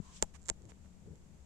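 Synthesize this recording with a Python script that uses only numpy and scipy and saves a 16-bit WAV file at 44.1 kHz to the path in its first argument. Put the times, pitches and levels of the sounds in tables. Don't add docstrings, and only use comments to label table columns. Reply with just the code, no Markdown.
import sys
import numpy as np
from scipy import signal
from scipy.fft import rfft, irfft
from scipy.io import wavfile

SR = 44100
rng = np.random.default_rng(int(sys.argv[2]) if len(sys.argv) > 2 else 0)


def wrap_up_sound(samples):
    columns = np.atleast_2d(samples).T
    tamed = np.clip(columns, -1, 1)
    steps = np.round(tamed * 32767).astype(np.int16)
    wavfile.write(sys.argv[1], SR, steps)


N = 63945
TIME = np.arange(N) / SR
PORT_HZ = 7070
ROOM_CORRELATION = 0.66


def undb(db):
    return 10 ** (np.asarray(db) / 20)


def unit(x):
    return x / np.sqrt(np.mean(x ** 2))


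def colour(x, spectrum):
    hz, db = np.array(spectrum, float).T
    f = np.maximum(np.fft.rfftfreq(2 * N, 1 / SR), 1)
    gain = undb(np.interp(np.log(f), np.log(hz), db))
    cepstrum = irfft(np.log(gain))
    cepstrum[1:N] *= 2
    cepstrum[N + 1:] = 0
    return irfft(rfft(x, 2 * N) * np.exp(rfft(cepstrum)))[..., :N]


def noise(spectrum):
    return unit(colour(rng.standard_normal((2, N)), spectrum))


def blend(pair):
    left, right = pair
    return np.array([left, ROOM_CORRELATION * left + np.sqrt(1 - ROOM_CORRELATION ** 2) * right])


def sides(left_db=0, right_db=0):
    return undb([[left_db], [right_db]])


def swell(at, length, power=2):
    return np.exp(-(2 * (TIME - at) / length) ** power)


def swells(events, power=2):
    return sum(undb(db) * swell(at, length, power) for at, length, db in events)


def ring(at, hz, t60):
    age = np.maximum(TIME - at, 0)
    return np.sin(2 * np.pi * hz * age) * np.exp(-np.log(1000) * age / t60)


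def mode(at, hz, t60):
    return ring(at, hz, t60) * 2 * np.log(1000) / (t60 * SR)


def resonate(x, hz, width_hz):
    return signal.lfilter(*signal.iirpeak(hz, hz / width_hz, fs=SR), x)


def bend(x, travel_s=0.001616):
    f = np.fft.rfftfreq(2 * N, 1 / SR)
    cycles = travel_s * np.sqrt(1000) * (2 * np.sqrt(f) - f / np.sqrt(PORT_HZ))
    return irfft(rfft(x, 2 * N) * np.exp(-2j * np.pi * cycles))[:N]


def slips(per_second=150):
    gap, size = rng.standard_normal((N // 100, 2)).T
    times = np.cumsum(np.exp(0.6 * gap)) / per_second
    pulses = np.bincount((times * SR).astype(int), undb(3 * size), N)[:N]
    return undb(-34.5) * swell(at=0.461, length=0.092) * resonate(pulses, PORT_HZ, width_hz=4500)


# (time [s], tick [dB], knock [dB], shell ring [dB], crack [dB], tick cutoff [Hz])
CASE_SNAPS = [(0.2251, 1, 3, 16.5, -5.5, 16500), (0.4594, -30, -39, -45, -41, 9000),
              (.4850, -14.5, -19.5, -19, -34, 10000), (0.4907, -10.5, -25, 3.5, -9, 13700),
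              (0.4992, -2, -6, 3, -12, 11300), (0.6207, -40, -62, -51, -50, 9000),
              (0.6542, -38, -35, -32, -50, 8950), (0.7185, -26.5, -26, -15, -33, 3500),
              (0.8466, -33, -36, -29, -38, 1640), (.8585, -34.5, -53, -30, -44, 2330),
              (1.1565, -41, -37, -45, -46, 8900)]
# (frequency [Hz], level [dB])
LEFT_TICK_RESPONSE = [(300, -8), (1300, -10.5), (2700, -1.5), (3500, -3.5), (4600, -16.5), (6500, -3),
                      (8200, -17.5), (10500, -47), (16000, -59)]
RIGHT_TICK_RESPONSE = [(300, -25), (1200, 1), (2600, -9), (3200, -4.5), (4800, -1.5), (6400, 3.5),
                       (7400, 15.5), (8500, 0), (10500, -21), (12000, -23), (16000, -20)]
LEFT_KNOCK_RESPONSE = [(40, 14.5), (150, -6.5), (400, 11), (650, 7.5), (1000, -0.5), (3000, -14.5),
                       (9000, -40)]
RIGHT_KNOCK_RESPONSE = [(40, -17), (150, -33), (400, -12), (650, 1.5), (1000, -27), (3000, -55),
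                        (9000, -82)]
def clicks(node_hz=2610, node_width_hz=305, left_lag_s=0.0001):
    tick = slips()
    knock, shell, crack = np.zeros((3, N))
    for at, tick_db, knock_db, ring_db, crack_db, cutoff_hz in CASE_SNAPS:
        snap = signal.unit_impulse(N, int(at * SR))
        tick += undb(tick_db) * signal.sosfilt(signal.butter(4, cutoff_hz, fs=SR, output="sos"), snap)
        knock += undb(knock_db) * snap
        shell += undb(ring_db) * mode(at, hz=880, t60=0.022)
        crack += undb(crack_db) * mode(at, hz=2170, t60=0.0033)
    left = colour(tick, LEFT_TICK_RESPONSE) + colour(knock, LEFT_KNOCK_RESPONSE) - shell
    right = colour(tick, RIGHT_TICK_RESPONSE) + colour(knock, RIGHT_KNOCK_RESPONSE) + shell
    ports = np.array([left, right]) + crack * sides(right_db=-6.5)
    node = signal.iirnotch(node_hz, node_hz / node_width_hz, fs=SR)
    left, right = signal.lfilter(*node, ports)
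    return np.array([np.roll(bend(left), int(left_lag_s * SR)), bend(right)])


# (time [s], thud [dB], hollow ring [dB])
HAND_BUMPS = [(.001, -36.5, -24.5), (0.232, -31.5, -30), (0.507, -37, -46), (0.5126, -25, -35)]
def bumps():
    thud = sum(undb(db) * ring(at, hz=41, t60=0.029) for at, db, _ in HAND_BUMPS)
    hollow = sum(undb(db) * ring(at, hz=171, t60=0.03) for at, _, db in HAND_BUMPS)
    return -(thud + hollow) * sides(right_db=-22)


# (time [s], length [s], level [dB])
RATTLES = [(0.235, 0.021, -48), (0.513, 0.004, -46.5)]
# (frequency [Hz], level [dB])
RATTLE_SPECTRUM = [(100, -9), (350, -5.5), (900, 3), (1300, -23.5), (2200, -20), (4000, -63)]
def chatter():
    return noise(RATTLE_SPECTRUM) * swells(RATTLES) * sides(right_db=-3)


# (time [s], length [s], level [dB])
CASE_CREAKS = [(0.231, .02, -46), (0.475, 0.015, -58.5), (0.4953, 0.0038, -37.5)]
# (frequency [Hz], level [dB])
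CREAK_SPECTRUM = [(300, -48), (1000, 2.5), (3000, -13), (5000, -13.5), (7300, 3), (9000, -11.5),
                  (11000, -14), (15000, -27)]
def creaks():
    return noise(CREAK_SPECTRUM) * swells(CASE_CREAKS) * sides(left_db=-5.5)


# (time [s], length [s], level [dB])
FINGER_STROKES = [(0.354, 0.03, -55), (0.701, 0.025, -58), (0.856, 0.049, -72.5)]
# (frequency [Hz], level [dB])
BRUSH_SPECTRUM = [(100, -29), (800, 3), (2500, -2.5), (4500, -8.5), (7200, 1.5), (9500, -11.5),
                  (15000, -36)]
def brushes():
    return noise(BRUSH_SPECTRUM) * swells(FINGER_STROKES, power=4) * sides(left_db=-9)


# (time [s], level [dB])
SLIDE_ENVELOPE = [(.03, -67), (0.111, -66), (0.172, -54.5), (.21, -68), (0.249, -73.5), (.30, -74),
                  (.33, -110)]
# (frequency [Hz], level [dB])
SLIDE_SPECTRUM = [(300, -12), (1000, -11), (2200, -5.5), (3200, 0), (4300, -3.5), (6000, 1), (7500, 4.5),
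                  (10000, -17.5), (15000, -38)]
def slide(attack_s=0.05):
    swish = noise(SLIDE_SPECTRUM) * undb(np.interp(TIME, *np.array(SLIDE_ENVELOPE).T))
    note = unit(resonate(rng.standard_normal((2, N)), hz=1030, width_hz=130))
    squeak = undb(-65.5) * swell(at=0.077, length=0.22) * note
    return (swish + squeak) * np.minimum(TIME / attack_s, 1)


# (time [s], length [s], scuff [dB], thump [dB])
WEIGHT_SHIFTS = [(0.658, 0.11, -59.5, -55), (1.099, 0.13, -60, -49)]
# (frequency [Hz], level [dB])
SCUFF_SPECTRUM = [(120, -20), (260, -2.5), (380, 6.5), (650, -9.5), (1300, -31), (4000, -51), (12000, -79)]
THUMP_SPECTRUM = [(25, -23), (65, 0.5), (150, 3), (220, -7), (400, -31), (2000, -65), (8000, -96)]
def shuffles():
    out = np.zeros((2, N))
    for at, length, scuff_db, thump_db in WEIGHT_SHIFTS:
        scuff = undb(scuff_db) * noise(SCUFF_SPECTRUM)
        thump = undb(thump_db) * noise(THUMP_SPECTRUM)
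        out += swell(at, length) * (scuff + thump)
    return blend(out) * sides(right_db=-5)


# (frequency [Hz], level [dB])
RUMBLE_SPECTRUM = [(20, -2), (45, -4.5), (75, 4), (110, -9.5), (190, -1.5), (250, -14.5), (450, -21.5),
                   (900, -28), (2000, -55), (8000, -64)]
HISS_SPECTRUM = [(200, 8), (1000, 3), (2000, 0.5), (4000, -4), (5500, -3), (7300, 4.5), (9500, -10),
                 (12500, -12), (13300, -30), (16000, -29)]
def room():
    rumble = undb(-54.5) * blend(noise(RUMBLE_SPECTRUM)) * sides(right_db=-6.5)
    hiss = undb(-70.5) * noise(HISS_SPECTRUM)
    return rumble + hiss


def scene():
    return clicks() + bumps() + chatter() + creaks() + brushes() + slide() + shuffles() + room()


def record(dry, cutoff_hz=16500):
    return signal.sosfilt(signal.ellip(8, 0.2, 70, cutoff_hz, fs=SR, output="sos"), dry)


dry = scene()
out = record(dry)
wrap_up_sound(out)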